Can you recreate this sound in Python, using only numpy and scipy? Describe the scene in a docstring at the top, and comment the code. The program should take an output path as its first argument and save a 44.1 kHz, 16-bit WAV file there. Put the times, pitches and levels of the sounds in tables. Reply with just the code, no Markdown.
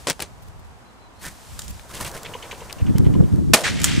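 """Pheasant flush and shotgun in dry grass

An open field with far hum and hiss: shaped noise, under a far small bird of gliding tones.
Close to the microphone a hunter wades through dry grass: grained noise swells and resonant snaps.
A pheasant thrashes free and beats away, each wing stroke whistling, swishing and flapping; wind buffets the ports.
A shotgun fires close by as bursts of noise, overloads the recorder and echoes; its metal rings as damped modes.
"""
import sys
import numpy as np
from scipy import signal
from scipy.fft import rfft, irfft
from scipy.io import wavfile

SR = 44100
rng = np.random.default_rng(int(sys.argv[2]) if len(sys.argv) > 2 else 0)


def master(y):
    """Save y as 16-bit WAV."""
    cut = np.clip(np.atleast_2d(y).T, -1, 1)
    pcm = np.round(cut * 32767)  # scale
    wavfile.write(sys.argv[1], SR, pcm.astype(np.int16))


N = 176400
T = np.arange(N) / SR


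def amp(db):
    """Gain of a level in dB."""
    return 10 ** (np.asarray(db) / 20)


def unit(x):
    """Scale to rms 1."""
    return x / np.sqrt(np.mean(x ** 2) + 1e-20)


def level(rows):
    """Gain of a (time_s, level_db) curve, dropping to -120 dB outside it."""
    time_s, level_db = np.transpose(rows)
    return amp(np.interp(T, time_s, level_db, -120, -120))


def drift(rate):
    """Slow random wander of rms 1, smoothed by two poles at rate Hz."""
    pole = np.exp(-2 * np.pi * rate / SR)
    wander = signal.lfilter([1], [1, -2 * pole, pole * pole], rng.standard_normal(N + SR))
    return unit(wander[SR:])  # the first second lets the filter settle


def noise(colour, alike):
    """Stereo noise of a given spectrum and left-right likeness; the middle has rms 1."""
    log_hz = np.log(np.arange(N // 2 + 1) * SR / N + 1)

    def read(rows):
        hz, value = np.transpose(rows)
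        return np.interp(log_hz, np.log(hz), value)

    likeness = np.clip(read(alike), -.9, .97)
    mid, side = rfft(rng.standard_normal((2, N))) * amp(read(colour))
    mid = irfft(mid, N)
    side = irfft(side * np.sqrt((1 - likeness) / (1 + likeness)), N)
    return np.array([mid + side, mid - side]) / np.std(mid)


def swell(start, rise, hold, t60):
    """Attack, hold, then a fall of 60 dB in t60 seconds."""
    t = T - start
    attack = np.clip(t / rise, 0, 1) ** 1.5
    return attack * amp(-60 * np.maximum(t - rise - hold, 0) / t60)


def band(x, hz, width):
    """One two-pole resonance, gain near 1 on top."""
    r = np.exp(-np.pi * width / SR)
    top = [(1 - r * r) / 2, 0, (r * r - 1) / 2]
    return signal.lfilter(top, [1, -2 * r * np.cos(2 * np.pi * hz / SR), r * r], x + 1e-18)


def twice(x, hz, width):
    """A steeper resonance from two in a row, rms 1."""
    return unit(band(band(x, hz, width), hz, width))


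def pan(db):
    """Left and right gains that differ by db."""
    return amp([[db / 2], [-db / 2]])


# Even spectrum for all the unshaped air noise: pitch_hz, density_db per Hz
FLAT = [(100, 0)]


def bursts(rows, colour, alike, grain_db, body_db):
    """Noise swells in uneven millisecond grains; each has a resonant body, strongest at the crest."""
    grains = []
    for _ in range(2):
        wander = np.clip(drift(164), -3, 2.5)
        grains.append(amp(grain_db * wander - grain_db ** 2 / 11.6))  # offset for the power grains add
    wide = grains[0] * noise(colour, alike)
    air = noise(FLAT, alike)
    out = 0
    for start, rise, hold, t60, db, hz in rows:
        shape = swell(start, rise, hold, t60)
        body = grains[1] * twice(air, hz, 0.63 * hz)
        out = out + amp(db) * shape * (wide + amp(body_db) * shape * body)
    return out


def wind(curve, colour, alike, lump_db, edge_db):
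    """Lumpy pressure noise, mostly opposite in the two ports; the upper part flares with strong buffets."""
    lumps = drift(35)
    rumble = noise(colour, [(100, alike)])
    top = signal.sosfilt(signal.butter(2, 350, "high", fs=SR, output="sos"), rumble)
    gain = level(curve)
    flare = amp(edge_db * np.clip(lumps, -2, 2)) * (gain / gain.max()) ** 1.05 * 2.0
    return gain * amp(lump_db * lumps + 1) * (rumble + top * (flare - 1))


# Distant hum and hiss across the field: pitch_hz, density_db per Hz
FIELD_COLOUR = [(120, -20), (200, -1), (371, -5.5), (940, -2.5), (2090, -16), (7090, -30.5), (15500, -52)]
# How alike the far field is at left and right: pitch_hz, likeness (1 same, -1 opposite)
FIELD_ALIKE = [(200, -0.14), (600, 0.63), (3000, -0.31)]
FIELD_DB = -51


def distant_field():
    """Steady far hum and hiss as shaped noise, its level wandering slightly."""
    return amp(FIELD_DB + 0.33 * drift(14)) * noise(FIELD_COLOUR, FIELD_ALIKE)


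# Grass and cloth brushing near the microphone: time_s, level_db
RUSTLE = [(0, -48), (.35, -60), (1.1, -65), (1.33, -51), (1.55, -47), (1.75, -49), (1.87, -51.5),
          (2.15, -48.5), (2.6, -47.5), (2.85, -51), (3.53, -54)]
# Its spectrum: pitch_hz, density_db per Hz
RUSTLE_COLOUR = [(1000, -1), (2500, -3.5), (8000, -2.5), (12000, -10), (15500, -16)]
# Left-right likeness of brushing, gun and echoes: pitch_hz, likeness
SPREAD_ALIKE = [(300, 0.93), (1200, 0.97), (3000, 0.59), (7000, 0.7), (14000, -0.011)]


def rustle():
    """Many light brushes blur into noise that follows the level curve."""
    return level(RUSTLE) * amp(0.5 * drift(18)) * noise(RUSTLE_COLOUR, SPREAD_ALIKE)


# Light wind on the microphone ports: time_s, relative_level_db
BREEZE = [(0, -50), (.3, -51.5), (.45, -45), (.6, -47), (.9, -56), (1.15, -55.5), (1.27, -46), (1.42, -57),
          (1.52, -43.5), (1.74, -40), (1.84, -56), (2.05, -42.5), (2.2, -58), (2.27, -48), (2.52, -52),
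          (2.62, -44), (2.8, -61)]
# Its spectrum: pitch_hz, density_db per Hz
BREEZE_COLOUR = [(15, -15.5), (60, 8), (120, 1.5), (200, -9), (400, -48)]


def breeze():
    """Light turbulence makes low pressure noise, only a little opposed between the ports."""
    return wind(BREEZE, BREEZE_COLOUR, -0.21, lump_db=2.0, edge_db=7.0)


# Stems crushed underfoot, close: start_s, rise_s, hold_s, fall_t60_s, relative_level_db, body_hz
STEPS = [(.069, 0.0017, 0.0024, 0.096, -21, 890), (.078, 0.018, 0.0083, 0.07, -23.5, 590),
         (.2, 0.0015, 0.0034, 0.038, -25, 710), (.21, 0.009, 0.013, 0.1, -33, 710)]
# Their spectrum: pitch_hz, density_db per Hz
STEP_COLOUR = [(50, -27), (150, -0.5), (250, -6), (450, -1.5), (900, -11.5), (2500, -9.5), (9000, -14),
               (15500, -42)]
# Left-right likeness of sources near the microphone: pitch_hz, likeness
NEAR_ALIKE = [(100, 1), (600, 1), (5000, 0.91), (15000, 0.59)]


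def steps():
    """Crushed stems crackle as grained noise around a body resonance."""
    return bursts(STEPS, STEP_COLOUR, NEAR_ALIKE, grain_db=4.0, body_db=-9)


# Single stems snapping close by: start_s, relative_level_db, pitch_hz, left_right_db
SNAPS = [(0.0712, -11, 1480, 14), (0.084, 0.5, 444, 3), (0.0987, -1, 4100, 9), (0.106, -8, 420, 3),
         (0.1938, -11.5, 520, 6), (0.2039, -12, 3000, 7), (0.2224, -13.5, 8750, 8),
         (1.7954, -22.5, 1500, 11), (2.115, -23, 5000, -1), (2.232, -21.5, 5470, 0),
         (2.5195, -21.5, 2300, 11), (2.727, -16, 4240, 8), (2.9826, -15, 5800, 5), (3.325, -35, 3000, 2.5),
         (3.359, -31, 6000, 2.5)]


def snaps():
    """A stem breaks as a sharp impulse and a wisp of noise through a wide resonance."""
    air, out = noise(FLAT, NEAR_ALIKE), 0
    for start, db, hz, left_right in SNAPS:
        impulse = np.arange(N) == int(start * SR) + 30
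        kick = 4 * impulse + .6 * swell(start, .0006, 0, t60=0.014) * air
        ring = np.sqrt(9000 / hz) * band(kick, hz, 0.73 * hz)
        out = out + amp(db - 9) * pan(left_right) * (ring + hz / 6000 * kick)
    return out


# Far small bird: start_s, length_s, first_hz, last_hz, relative_level_db
SONG = [(0.847, 0.065, 3980, 3940, -62.5), (0.962, 0.125, 3920, 3960, -64), (1.15, 0.084, 3930, 4350, -62)]


def songbird():
    """Thin whistles glide from first to last pitch along an upward bow."""
    out = 0
    for start, length, first_hz, last_hz, db in SONG:
        u = np.clip((T - start) / length, 0, 1)  # progress through the whistle
        pitch = first_hz + (last_hz - first_hz) * u + 500 * u * (1 - u)
        phase = 2 * np.pi * np.cumsum(pitch) / SR
        out = out + amp(db + 3.5 * drift(40)) * 9 * u ** 1.55 * (1 - u) * np.sin(phase)
    return out


# Stems swept aside near the microphone by a boot, then by the bird tearing free:
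# start_s, rise_s, hold_s, fall_t60_s, relative_level_db, body_hz
THRASH = [(1.185, 0.076, 0.012, 0.19, -33.5, 1620), (1.88, 0.025, .01, 0.17, -43, 1500),
          (1.93, 0.012, 0.032, 0.2, -35, 3000), (1.995, 0.012, 0.019, 0.15, -34, 970),
          (2.045, 0.0043, 0.028, 0.12, -34, 2550), (2.13, 0.013, 0.012, 0.029, -36, 1500),
          (2.16, 0.0064, 0.012, 0.06, -40, 2600)]
# Their spectrum: pitch_hz, density_db per Hz
THRASH_COLOUR = [(120, 4.5), (500, -3.5), (1800, -3.5), (3000, -8), (9000, -7), (15500, -16.5)]


def thrash():
    """Stems swept aside hiss in grained swells around a body resonance."""
    return bursts(THRASH, THRASH_COLOUR, NEAR_ALIKE, grain_db=3.0, body_db=-5)


# Metal parts of the nearby gun click: start_s, relative_level_db, lowest_mode_db
CLICKS = [(1.5915, -11, -5.5), (1.6182, -20, -18), (1.68, -21, -12), (3.8008, -16.5, -17),
          (3.8167, -12.5, -22), (3.8335, -13, -12), (3.8421, 4, -7.5), (3.8466, -8, -7)]
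# Damped modes of the action: pitch_hz, relative_level_db, width_hz
ACTION = [(1500, -2.5, 730), (3540, -9.5, 1200), (5330, -8.5, 2200), (6980, -4, 980), (12400, -27, 8500)]
CLICK_DB, CLICK_T60_S = -10, 0.019
TAIL_DB, TAIL_T60_S = -21, 0.14  # the tail's level is relative to the crack


def gun_metal():
    """Each click is a short crack of noise with a faint tail, through the damped modes of the action."""
    air, out = noise(FLAT, SPREAD_ALIKE), 0
    modes = [unit(band(air, hz, width)) * amp(db) for hz, db, width in ACTION]
    upper_modes = unit(sum(modes[1:]))
    for start, db, low_db in CLICKS:
        crack = swell(start, 0.00052, 0, CLICK_T60_S)
        tail = amp(TAIL_DB) * swell(start, 0.015, 0, TAIL_T60_S)
        out = out + amp(db + CLICK_DB) * (crack + tail) * (amp(low_db) * modes[0] + upper_modes)
    return out * pan(-1.6)


# Air rush of the climbing bird: time_s, relative_level_db
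FLIGHT = [(1.84, -52.5), (1.95, -44), (2.15, -40.5), (2.6, -44), (3.4, -46)]
# Its spectrum: pitch_hz, density_db per Hz
FLIGHT_COLOUR = [(150, 0.5), (300, -3.5), (500, 1), (1000, -3), (1600, -7.5), (3000, -27.5)]


def air_rush():
    """Air torn by the climbing bird is shaped noise with an unsteady level."""
    return level(FLIGHT) * amp(2.2 * drift(26)) * noise(FLIGHT_COLOUR, NEAR_ALIKE)


# Wing strokes of the bird: start_s, relative_level_db, whistle_hz, flap_level_db
BEATS = [(2.2478, -27, 3160, -39.5), (2.336, -30.5, 2890, -29), (2.424, -30.5, 2960, -38),
         (2.511, -29.5, 2920, -35.5), (2.6042, -34.5, 2780, -34.5), (2.6938, -34.5, 2570, -60),
         (2.7843, -34, 2770, -36), (2.864, -35, 2860, -47), (2.9585, -37.5, 3000, -36.5),
         (3.0446, -35.5, 2960, -35.5), (3.1365, -36, 2890, -31.5), (3.234, -45, 2980, -50)]
# Two hollow tones of the flap, before scatter: pitch_hz
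FLAP_HZ = [451, 960]
FLAP_SCATTER = 0.057  # spread of each flap tone, as a fraction of its pitch
FLAP_LAG_S, FLAP_RISE_S, FLAP_T60_S = 0.0082, 0.01, 0.034
STROKE_DB, STROKE_RISE_S = -10.5, 0.0012
WHISTLE_WIDTH_HZ, WHISTLE_T60_S = 320, .06
SWISH_DB, SWISH_HZ, SWISH_T60_S = 1.2, 2200, 0.15


def wings():
    """Each stroke whistles through the feathers with octave flutter and swish, then flaps as tone and air."""
    air, out = noise(FLAT, NEAR_ALIKE), 0
    puff = unit(sum(twice(air, hz, 200) for hz in FLAP_HZ))
    swish = twice(air, SWISH_HZ, 1840) * amp(4.0 * drift(136))
    scatter = FLAP_SCATTER * rng.standard_normal((len(BEATS), len(FLAP_HZ)))
    pitches = np.array(FLAP_HZ) * (1 + scatter)
    for (start, db, hz, flap_db), tones in zip(BEATS, pitches):
        whistle = twice(air, hz, WHISTLE_WIDTH_HZ) + .45 * twice(air, 2 * hz, 1200)
        whistle = whistle * swell(start, STROKE_RISE_S, 0.0031, WHISTLE_T60_S)
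        sweep = amp(SWISH_DB) * swish * swell(start, STROKE_RISE_S, 0.0034, SWISH_T60_S)
        out = out + amp(db + STROKE_DB) * (whistle + sweep)
        flap = 0.49 * puff + np.sin(2 * np.pi * np.outer(tones, T)).sum(axis=0)
        out = out + amp(flap_db) * swell(start + FLAP_LAG_S, FLAP_RISE_S, 0, FLAP_T60_S) * flap
    return out


# Strong buffeting at the microphone ports: time_s, relative_level_db
GUST = [(2.76, -50), (2.855, -34.5), (2.9, -25), (2.935, -31), (3.02, -27.5), (3.07, -22), (3.135, -29),
        (3.16, -23), (3.26, -25.5), (3.295, -42), (3.33, -28.5), (3.41, -26), (3.47, -31.5), (3.52, -28),
        (3.575, -56.5), (3.7, -36), (3.88, -33.5), (4, -27.5)]
# Its spectrum: pitch_hz, density_db per Hz
GUST_COLOUR = [(20, -20), (55, -4.5), (150, -1.5), (310, -10.5), (800, -46.5), (2000, -85)]


def gust():
    """Strong turbulence makes low pressure noise, mostly opposite in the two ports."""
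    return wind(GUST, GUST_COLOUR, -0.8, lump_db=2.5, edge_db=3.0)


# Single eddies on the microphone ports: centre_s, relative_level_db, pitch_hz
THUMPS = [(2.826, -15.5, 91.5), (2.956, -13.5, 150), (3.0, -14.5, 94), (3.073, -14.5, 109),
          (3.208, -9, 141), (3.338, -15.5, 92)]
THUMP_CYCLES, THUMP_SIDE_DB, THUMP_SQUARE = 0.57, 8, 8.0  # bell width, side over middle, squaring


def thumps():
    """A couple of pressure swings, squared off the more the stronger, nearly opposite in the two ports."""
    out = 0
    for centre, db, hz in THUMPS:
        turns = hz * (T - centre)
        drive = THUMP_SQUARE * amp(db)
        bell = np.exp(-(turns / THUMP_CYCLES) ** 2)
        swings = np.array([np.cos(2 * np.pi * turns), np.sin(2 * np.pi * turns)])
        mid, side = np.tanh(drive * bell * swings) / np.tanh(drive)
        out = out + amp(db) * (amp(THUMP_SIDE_DB) * side * [[1], [-1]] - mid)
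    return out


# Close blast and first tail: start_s, rise_s, hold_s, fall_t60_s, relative_level_db, body_hz
BLAST = [(3.5335, 0.0029, 0.0057, 0.039, -3.5, 2200), (3.54, 0.0062, 0.013, 0.46, -23.5, 1700)]
# Their spectrum: pitch_hz, density_db per Hz
BLAST_COLOUR = [(60, -16), (240, 0), (1600, -5), (6000, -9), (9000, -9), (15500, -25)]


def blast():
    """The charge bursts out as an abrupt noise swell with a weaker, longer tail."""
    return bursts(BLAST, BLAST_COLOUR, SPREAD_ALIKE, grain_db=2.1, body_db=-6.5)


def ground_return():
    """The ground returns the shot as a dull thud of resonant noise, the same in both ports."""
    thud = twice(rng.standard_normal(N), hz=515, width=380)
    return amp(-27.5) * thud * swell(3.545, rise=0.011, hold=0.018, t60=0.63)


# Returns from the tree lines: start_s, rise_s, hold_s, fall_t60_s, relative_level_db, body_hz
ECHO = [(3.632, 0.01, 0.038, 0.28, -24.5, 1680), (3.7, 0.091, .3, .3, -36.5, 2000),
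        (3.82, 0.058, 0.038, 0.48, -32.5, 2800)]
# Their spectrum: pitch_hz, density_db per Hz
ECHO_COLOUR = [(1000, -8.5), (1350, -3.5), (2200, 0), (3500, -2), (5000, -5), (8000, -9), (15500, -35.5)]


def echoes():
    """Tree lines scatter the shot back as softer, slower noise swells."""
    return bursts(ECHO, ECHO_COLOUR, SPREAD_ALIKE, grain_db=1.3, body_db=0.5)


def scene():
    """Sum of field, hunter, birds, wind and gun."""
    grass = rustle() + steps() + snaps()
    pheasant = thrash() + air_rush() + wings()
    ports = breeze() + gust() + thumps()
    shot = blast() + ground_return() + echoes()
    return distant_field() + grass + songbird() + pheasant + gun_metal() + ports + shot


def record(dry):
    """Hard overload towards full scale, then a steep cut of the top."""
    clipped = dry / (1 + np.abs(dry) ** 8) ** (1 / 8)
    top_cut = signal.ellip(8, .5, 30, 15600, fs=SR, output="sos")  # ripple dB, stopband dB, cutoff Hz
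    return signal.sosfilt(top_cut, clipped)


dry = scene()
out = record(dry)
master(out)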